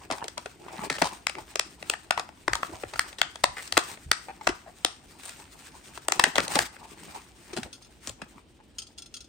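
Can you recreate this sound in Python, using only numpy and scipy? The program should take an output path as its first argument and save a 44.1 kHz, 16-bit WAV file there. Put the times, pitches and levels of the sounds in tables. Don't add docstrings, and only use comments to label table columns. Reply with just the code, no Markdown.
import sys
import numpy as np
from scipy import signal
from scipy.fft import rfft, irfft
from scipy.io import wavfile
from scipy.ndimage import uniform_filter1d

SR = 44100
rng = np.random.default_rng(int(sys.argv[2]) if len(sys.argv) > 2 else 0)


def log_audio(samples):
    frames = np.atleast_2d(samples).T
    limited = np.clip(frames, -1, 1)
    pcm = np.round(limited * 32767).astype(np.int16)
    wavfile.write(sys.argv[1], SR, pcm)


N = 409248


def amp(db):
    return 10 ** (np.asarray(db) / 20)


def unit_rms(x):
    return x / np.sqrt(np.mean(x ** 2) + 1e-20)


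def lookup(points, hz):
    f, value = np.transpose(points)
    return np.interp(np.log(hz + 1), np.log(f + 1), value)


def add(mix, start_s, sound):
    part = mix[:, max(round(start_s * SR), 0):][:, :sound.shape[1]]
    part += sound[:, :part.shape[1]]


def bandpass(lo_hz, hi_hz, order=3):
    return signal.butter(order, [lo_hz, min(hi_hz, .49 * SR)], "band", fs=SR, output="sos")


def stereo_noise(n, corr):
    a, b = rng.standard_normal((2, n))
    return np.array([a, corr * a + np.sqrt(1 - corr ** 2) * b])


def coloured(x, spectrum):
    # f/Hz, correlation
    likeness = [(50, 0.87), (300, 0.82), (1000, 0.39), (4000, 0.32), (12000, 0.68)]
    hz = np.fft.rfftfreq(N, 1 / SR)
    a, b = rfft(x)
    corr = lookup(likeness, hz)
    stereo = np.array([a, corr * a + np.sqrt(1 - corr ** 2) * b])
    return unit_rms(irfft(stereo * amp(lookup(spectrum, hz)), N))


def wander(knots_per_s):
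    knots = rng.standard_normal(4096)
    return np.interp(np.arange(N) / SR * knots_per_s, np.arange(len(knots)), knots)


def hand_effort(grip_db=(-64, -61.5), edge_s=0.054, swell_db=3.5):
    # t/s, length/s, pack drag level/dB, skin slide level/dB
    strokes = [(0.0, 0.082, -40, -46), (0.091, .2, -44, -57), (0.591, 0.19, -46.5, -55),
               (0.724, .18, -38.5, -45.5), (0.894, 0.31, -53.5, -48), (1.313, 0.12, -46, -54.5),
               (1.444, 0.099, -54.5, -53), (1.765, 0.21, -46.5, -53), (2.463, .35, -51.5, -50.5),
               (2.767, .4, -54, -51), (3.517, 0.25, -60.5, -49), (3.712, 0.26, -51.5, -49),
               (4.177, 0.36, -57.5, -62.5), (5.162, 0.28, -61.5, -52.5), (5.329, 0.69, -60.5, -55),
               (6.082, 0.25, -42, -47.5), (6.31, 0.19, -42, -44.5), (6.468, 0.22, -40.5, -37),
               (6.694, 0.31, -55, -60), (6.937, 0.302, -49, -49.5), (7.462, 0.24, -47, -54),
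               (8.0, 0.15, -61.5, -52.5), (8.149, 0.27, -59.5, -63)]
    release_db = np.interp(np.arange(N) / SR, (7.7, 8.4), [0, -11])
    power = amp(np.array(grip_db)[:, None] + release_db) ** 2
    for start_s, length_s, *levels_db in strokes:
        t = np.arange(0, length_s, 1 / SR)
        fade = np.sin(np.pi / 2 * np.clip(np.minimum(t, length_s - t) / edge_s, 0, 1)) ** 2
        force_db = np.array(levels_db)[:, None] + swell_db * (t / length_s - 1) + 0.5
        add(power, start_s, (fade * amp(force_db)) ** 2)
    return 10 * np.log10(power)


def shifting_contact(x, depth_db):
    spectra = signal.stft(x, nperseg=512)[2]
    patches = uniform_filter1d(rng.standard_normal(spectra.shape[1:]), size=6, axis=0)
    patches = unit_rms(uniform_filter1d(patches, size=7, axis=1))
    gain = amp(depth_db * 2 * np.tanh(patches / 2))
    return unit_rms(signal.istft(spectra * gain, nperseg=512)[1][:, :N])


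def friction(level_db, spectrum, catches_per_s, hiss, flutter_db, patch_db, spread_db=3):
    sizes = amp(spread_db * np.minimum(rng.exponential(1, N), 4))
    sizes *= rng.random(N) < catches_per_s / SR
    catches = unit_rms(sizes * rng.standard_normal((2, N)))
    grit = amp(0.2 * (level_db - np.median(level_db)))
    contact = (grit * catches + hiss * rng.standard_normal((2, N))) / np.hypot(grit, hiss)
    pressure_db = flutter_db * np.tanh(wander(knots_per_s=45))
    return shifting_contact(coloured(contact, spectrum), patch_db) * amp(level_db + pressure_db)


def rubbing(drag_db, slide_db):
    # f/Hz, level/dB
    drag_spectrum = [(25, -44), (60, -20.5), (150, 2), (240, 0), (360, 8.5), (500, -4), (900, 5.5),
                     (1500, -13), (2500, -9), (6000, -56)]
    # f/Hz, level/dB
    slide_spectrum = [(500, -2), (1500, 5), (2500, 3), (5000, 0.5), (7300, 0.5), (8700, 1), (9600, 1.5),
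                      (11000, -48), (14000, -3), (16000, -13)]
    drag = friction(drag_db + 1.5, drag_spectrum, catches_per_s=400, hiss=.9, flutter_db=5.5, patch_db=7)
    slide = friction(slide_db + 2, slide_spectrum, catches_per_s=1400, hiss=1.3,
                     flutter_db=6.5, patch_db=2)
    return (drag + slide) * amp([[1], [-1]])


def crinkles(slide_db, per_s=30, above_slide_db=9, spread_db=3.5, decay_s=.0009):
    out, t = np.zeros((2, N)), np.arange(512) / SR
    creases = [bandpass(hz / 2, min(hz * 2, 8500)) for hz in (1500, 2200, 3200, 4600)]
    for when, which, size in rng.random((int(per_s * N / SR), 3)):
        burst = stereo_noise(len(t), corr=0.71) * np.exp(-t / decay_s)
        tick = signal.sosfilt(creases[int(which * len(creases))], burst)
        peak_db = slide_db[int(when * N)] + above_slide_db + spread_db * min(-np.log(1 - size), 3)
        add(out, when * N / SR, amp(peak_db) * tick / abs(tick).max())
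    return out


def band_levels(bass_db, body_db, bright_db):
    return np.array([bass_db, body_db, 0.5 + 0.89 * bright_db, -2 + 1.11 * bright_db])


def sheet(blows, span_s, bands_db, air_db, panel_hz, panel_db, t60_s, low_ring, top_ring, panel_ring):
    # low f/Hz, high f/Hz
    bands_hz = [(300, 700), (700, 2400), (2400, 5500), (5500, 9600)]
    t = np.arange(3072) / SR

    def struck(modes, ring):
        return signal.fftconvolve(modes * amp(-60 * t / (t60_s * ring)), blows[None], axes=1)

    def at_level(x, db):
        return x * amp(db) * np.sqrt(span_s * SR) / np.linalg.norm(x, axis=1, keepdims=True)

    def dense_modes(edges_hz, db, ring, corr):
        ringing = struck(stereo_noise(len(t), corr), ring)
        return at_level(signal.sosfilt(bandpass(*edges_hz), ringing), db)

    rings = np.geomspace(low_ring, top_ring, len(bands_hz))
    corrs = [0.82, 0.39, 0.47, 0.13]
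    out = sum(dense_modes(*band) for band in zip(bands_hz, bands_db, rings, corrs))
    spill_db = bands_db[-1] + air_db + np.clip(bands_db[-1] + 20, -20, 0) / 2
    out += dense_modes((9600, 16000), spill_db, top_ring, corr=0.15)
    lag_rad = np.array([[0], [min(panel_hz / 1100, 1)]])
    gripped_ring = min(panel_ring, 20 / (panel_hz * t60_s))
    out += at_level(struck(np.sin(2 * np.pi * panel_hz * t - lag_rad), gripped_ring), panel_db)
    return out * amp([[1.8], [-1.8]])


def shell_snaps(give_s=.0015, give_db=-11):
    # t/s, nominal t60/s, level/dB, bass/dB, brightness/dB, panel f/Hz
    snaps = [(0.1025, .028, -30.5, -2, -17, 750), (0.112, 0.039, -32, -1.5, 0, 1136),
             (0.122, 0.091, -31, -3.5, -3, 900), (0.183, 0.028, -40.5, -18, -6, 1010),
             (0.2422, .031, -40, 1, 1.5, 449), (0.282, 0.028, -37.5, -5, 2.5, 7800),
             (0.3784, 0.03, -34, -3, 0.5, 1010), (0.4592, 0.031, -32.5, 0, -9.5, 421),
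             (0.683, 0.18, -38.5, -11, -17, 980), (0.835, 0.016, -40.5, 3.5, -17, 2470),
             (0.9, 0.038, -25, -4.5, -4.5, 2170), (0.9842, 0.031, -34, -3.5, -12, 2880),
             (1.0176, 0.098, -19.5, -5, -7.5, 860), (1.021, .017, -18, -1, -8.5, 954),
             (1.2692, 0.011, -22, -36, -3.5, 2200), (1.296, 0.027, -32, -12.5, -2, 2300),
             (1.353, 0.015, -38, -17, -12.5, 2220), (1.557, 0.023, -29, -3, 1.5, 620),
             (1.5957, 0.016, -22.5, -7.5, 1, 4860), (1.827, 0.017, -36.5, -4, -7, 2660),
             (1.8989, 0.019, -26.5, -7, 5.5, 6900), (1.9371, 0.045, -28, -17.5, -13, 1800),
             (2.1084, .017, -16.5, -15.5, -7.5, 1470), (2.1767, 0.013, -24, -33, -15.5, 970),
             (2.196, 0.027, -28.5, -8, -4, 1090), (2.4805, 0.024, -18.5, -6, -13, 1020),
             (2.2904, 0.014, -43, -9, -11.5, 850), (2.5338, 0.014, -18.5, -28, -8.5, 1270),
             (2.5541, 0.011, -29.5, -19.5, 0.5, 1130), (2.6318, 0.014, -22, -22, -28.5, 1086),
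             (2.836, 0.018, -30.5, 2, -26, 770), (2.9364, 0.068, -33.5, -11, -8, 880),
             (2.9583, 0.025, -35.5, -13.5, -11.5, 1370), (2.9941, 0.0091, -19, -41, -3, 1704),
             (3.129, .021, -45, -11, -8.5, 3410), (3.1857, 0.17, -36, -8, -2.5, 3730),
             (3.216, 0.018, -15, -17.5, -7.5, 3400), (3.3573, 0.029, -39, -9.5, -1, 930),
             (3.4381, 0.0098, -32.5, -5.5, 5.5, 4330), (3.4405, 0.019, -13.5, -10.5, -4.5, 976),
             (3.676, 0.035, -48, -19.5, 6.5, 4470), (3.7243, 0.016, -27.5, -14, 0, 4500),
             (3.7708, .029, -15, -9.5, -11.5, 1740), (3.7765, 0.016, -14.5, -4.5, -1, 1100),
             (3.973, 0.023, -44, 0, -21, 480), (4.1154, 0.019, -15.5, -18, -0.5, 1930),
             (4.4711, 0.013, -18.5, -11, -11, 1470), (4.4742, 0.017, -18.5, -10, -6, 960),
             (4.491, .02, -31, 1, -2, 420), (4.8487, 0.012, -19.5, -6.5, 0.5, 3580),
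             (5.2933, 0.043, -42, -14, 0, 8800), (5.9759, 0.024, -38, -5.5, -5.5, 990),
             (6.0844, .012, -20.5, -4, -11, 8100), (6.1219, .019, -18, -13.5, -6, 7160),
             (6.1957, 0.035, -14, -12.5, -3.5, 990), (6.2396, 0.03, -12, -12, -3.5, 1710),
             (6.2657, 0.032, -30, 0, -14, 810), (6.357, 0.012, -22, -19.5, -7.5, 3540),
             (6.3634, 0.033, -27.5, -4.5, -5.5, 950), (6.382, 0.022, -13.5, -8, -10.5, 1970),
             (6.404, 0.011, -27, -3, -4.5, 1200), (6.4806, 0.017, -44.5, 6, 13, 1890),
             (6.5552, 0.069, -22.5, 0, -0.5, 1120), (6.5901, 0.016, -17, -23, -3.5, 1670),
             (6.7658, 0.019, -45.5, -8, -18, 1610), (7.5306, .063, -44, -9, -5, 370),
             (7.5729, 0.035, -32, -17, -8.5, 680), (7.632, 0.044, -37, -13, 0.5, 1740),
             (8.0738, 0.014, -41, -5, 5.5, 6300), (8.0945, .022, -48, 5, 11, 7140),
             (8.218, .06, -34, -10.5, -9, 1580)]
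    out = np.zeros((2, N))
    blows = np.r_[amp(give_db), np.zeros(int(give_s * SR)), 1]
    for at_s, t60_s, level_db, bass_db, bright_db, panel_hz in snaps:
        bands_db = level_db + band_levels(bass_db, body_db=-1.5, bright_db=bright_db)
        snap = sheet(blows, span_s=.005, bands_db=bands_db, air_db=-9,
                     panel_hz=panel_hz, panel_db=level_db - 2.2,
                     t60_s=t60_s, low_ring=0.92, top_ring=0.44, panel_ring=3.5)
        add(out, at_s - give_s, snap)
    return out


def thuds(events, swell_s, band_hz):
    out, t = np.zeros((2, N)), np.arange(8000) / SR
    envelope = t * np.exp(-t / swell_s)
    for at_s, peak_db in events:
        push = signal.sosfilt(bandpass(*band_hz), stereo_noise(len(t), corr=0.92) * envelope)
        add(out, at_s, amp(peak_db) * push / abs(push).max())
    return out


def carpet_bumps():
    # t/s, level/dB
    bumps = [(0.104, -45), (1.02, -43), (1.396, -46.5), (2.49, -33), (2.718, -39.5), (2.827, -43),
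             (2.931, -44), (3.46, -41.5), (3.717, -42.5), (4.048, -35), (4.468, -36.5), (5.018, -57),
             (6.377, -40.5), (6.586, -39), (7.608, -42), (8.078, -43)]
    return amp(1) * thuds(bumps, swell_s=0.016, band_hz=(41, 115.4))


def card_flops():
    # t/s, level/dB
    flops = [(0.108, -27.5), (0.784, -28), (0.907, -29.5), (1.018, -24), (4.475, -37), (6.271, -29.5),
             (6.381, -24.5), (6.556, -24.5), (7.581, -26), (8.073, -35), (8.219, -32.5), (8.357, -39)]
    return amp(-2) * thuds(flops, swell_s=0.005, band_hz=(146, 302.4))


def card_rips(slips_per_s=320, jitter=.5, uneven_db=4, fade_db=5):
    # t/s, length/s, level/dB, brightness/dB, panel f/Hz
    rips = [(0.112, 0.041, -37.5, -14, 1010), (0.374, 0.018, -39.5, -28, 970),
            (0.902, 0.067, -36, -1, 1800), (1.042, 0.033, -30, -1.5, 940), (1.384, 0.012, -35.5, -10, 900),
            (2.178, 0.026, -32, -11, 1180), (2.553, 0.016, -34, -15, 940), (3.569, 0.042, -37, -17.5, 1930),
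            (3.779, 0.014, -23.5, -14.5, 1260), (4.285, 0.029, -36.5, -20, 790),
            (4.411, 0.0073, -36.5, -13, 870), (4.492, 0.011, -23.5, -12, 350), (4.66, 0.044, -47, -26, 736),
            (5.253, 0.064, -44.5, -5, 8700), (6.375, .01, -34.5, -6.5, 3330),
            (6.389, 0.012, -25.5, -18, 1430), (6.558, 0.022, -23.5, -36, 860),
            (6.594, .036, -39.5, -9, 1900), (7.533, 0.014, -34.5, -5, 363), (7.565, 0.021, -32, -1, 373),
            (8.073, 0.03, -38.5, -10.5, 7000), (8.591, 0.022, -56, -25, 890)]
    out = np.zeros((2, N))
    for start_s, length_s, level_db, bright_db, panel_hz in rips:
        gaps, sizes = rng.standard_normal((2, 64))
        slips_s = np.r_[0, np.cumsum(np.exp(jitter * gaps[1:]))] / slips_per_s
        slips_db = uneven_db * sizes - fade_db * slips_s / length_s
        inside = slips_s <= length_s
        blows = np.zeros(int(length_s * SR) + 1)
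        blows[(slips_s[inside] * SR).astype(int)] = amp(slips_db[inside])
        bands_db = level_db + band_levels(bass_db=-11, body_db=-4.5, bright_db=bright_db)
        rip = sheet(blows, length_s, bands_db, air_db=-8.5, panel_hz=panel_hz, panel_db=level_db + 3.6,
                    t60_s=0.019, low_ring=1.9, top_ring=1.0, panel_ring=3.1)
        add(out, start_s, rip)
    return amp(-5.5) * out


def wheel_click(damping=2.3, detune=0.046, chatter_db=10, chatter_s=0.0047, attack_s=0.0016):
    # f/Hz, level/dB, t60/s before damping
    body_modes = [(1383, -13.5, 0.2), (2750, -8.5, 0.1), (3350, -2, 0.11), (3880, -14, 0.047),
                  (4350, -6.5, 0.14), (5130, -1, 0.11), (5710, -5.5, 0.034), (6410, 2.5, 0.052),
                  (6510, -3, 0.13), (8620, -4.5, 0.044), (8550, -39, 0.075), (8860, -8.5, 0.16)]
    hz, level_db, t60_s = np.transpose(body_modes)[:, :, None]
    t = np.arange(4000) / SR
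    shift, strength_db = rng.standard_normal((2, len(hz), 1))
    cycles = hz * (1 + detune * shift) * t + rng.random((len(hz), 1))
    cycles = cycles + 0.37 * rng.random((2, len(hz), 1))
    envelopes = amp(level_db + strength_db - 60 * damping * t / t60_s)
    ring = (envelopes * np.sin(2 * np.pi * cycles)).sum(1)
    chatter = signal.sosfilt(bandpass(3630, 5900, order=1), stereo_noise(len(t), corr=0.059))
    chatter *= amp(chatter_db) * np.exp(-t / chatter_s)
    click = signal.sosfilt(bandpass(1360, 19000), ring + chatter) * (1 - np.exp(-t / attack_s))
    return click / abs(click).max()


def car_rattle(bounce_s=0.0031, bounce_db=-5):
    # t/s, level/dB
    rattles = [(7.728, -29), (7.7494, -38), (7.8232, -38), (7.846, -41), (8.7838, -20), (8.797, -47.5),
               (8.8187, -30), (8.8677, -38.5), (8.977, -38), (8.983, -28), (9.0203, -30.5), (9.059, -35),
               (9.14, -26.5), (9.1657, -28.5), (9.205, -32.5), (9.2424, -42.5)]
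    out = np.zeros((2, N))
    for at_s, level_db in rattles:
        delays_s = np.r_[0, np.cumsum(bounce_s * rng.uniform(.5, 2, size=4))]
        for k, delay_s in enumerate(delays_s):
            add(out, at_s + delay_s, amp(level_db + k * bounce_db) * wheel_click())
    return amp(-1.5) * out * amp([[1], [-1]])


def room_reverb(x, echo_s=0.014, echo_width_s=0.0042, echo_db=-15, tail_db=-18.5, build_s=0.0097):
    # f/Hz, t60/s
    decay = [(150, 0.21), (500, 0.25), (1300, 0.37), (4000, 0.3), (9000, 0.42), (15000, 0.053)]
    # f/Hz, level/dB
    colour = [(100, -7), (400, -1), (1000, 3.5), (1350, 3.5), (1750, 0.5), (2500, 0), (5000, 1.5),
              (9000, -4), (11000, -15), (15000, 2)]
    t = np.arange(int(.7 * SR)) / SR
    hz, frame_s, spectra = signal.stft(rng.standard_normal((2, len(t))), SR, nperseg=256)
    spectra *= amp(lookup(colour, hz)[:, None] - 60 * frame_s / lookup(decay, hz)[:, None])
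    tail = signal.istft(spectra, SR, nperseg=256)[1][:, :len(t)]
    tail *= 1 - np.exp(-(t / build_s) ** 2)
    echoes = rng.standard_normal((2, len(t))) * np.exp(-.5 * ((t - echo_s) / echo_width_s) ** 2)
    echoes = signal.sosfilt(bandpass(680, 8700, order=5), echoes / np.linalg.norm(echoes[0]))
    response = amp(tail_db) * tail / np.linalg.norm(tail[0]) + amp(echo_db) * echoes
    return signal.fftconvolve(x, response, axes=1)[:, :N]


def room_hush(level_db=-56.5):
    # f/Hz, level/dB
    spectrum = [(20, -27), (35, -6), (58, 2.5), (100, -4), (170, -7), (260, -5), (350, -8), (450, -13),
                (700, -17.5), (1300, -30), (3000, -24), (9000, -42.5), (11000, -62), (16000, -53.5)]
    return amp(level_db) * coloured(rng.standard_normal((2, N)), spectrum)


def scene():
    drag_db, slide_db = hand_effort()
    direct = shell_snaps() + card_rips() + crinkles(slide_db) + car_rattle()
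    direct += carpet_bumps() + card_flops() + rubbing(drag_db, slide_db)
    return direct + room_reverb(direct) + room_hush()


def record(dry, ceiling=1.1, cutoff_hz=16300):
    # f/Hz, gain/dB
    microphone = [(20, -13.5), (36, -4), (60, -1), (4500, 0), (6800, -1.5), (8600, 2), (9500, -0.5),
                  (10300, -6.5), (11400, -19.5), (12600, -0.5), (16000, -1.5)]
    rounded = ceiling * np.tanh(dry / ceiling)
    response = amp(lookup(microphone, np.fft.rfftfreq(N, 1 / SR)))
    heard = irfft(rfft(rounded) * response, N)
    lowpass = signal.firwin(255, cutoff_hz, window=("kaiser", 9), fs=SR)
    return signal.oaconvolve(heard, lowpass[None], "same")


dry = scene()
out = record(dry)
log_audio(out)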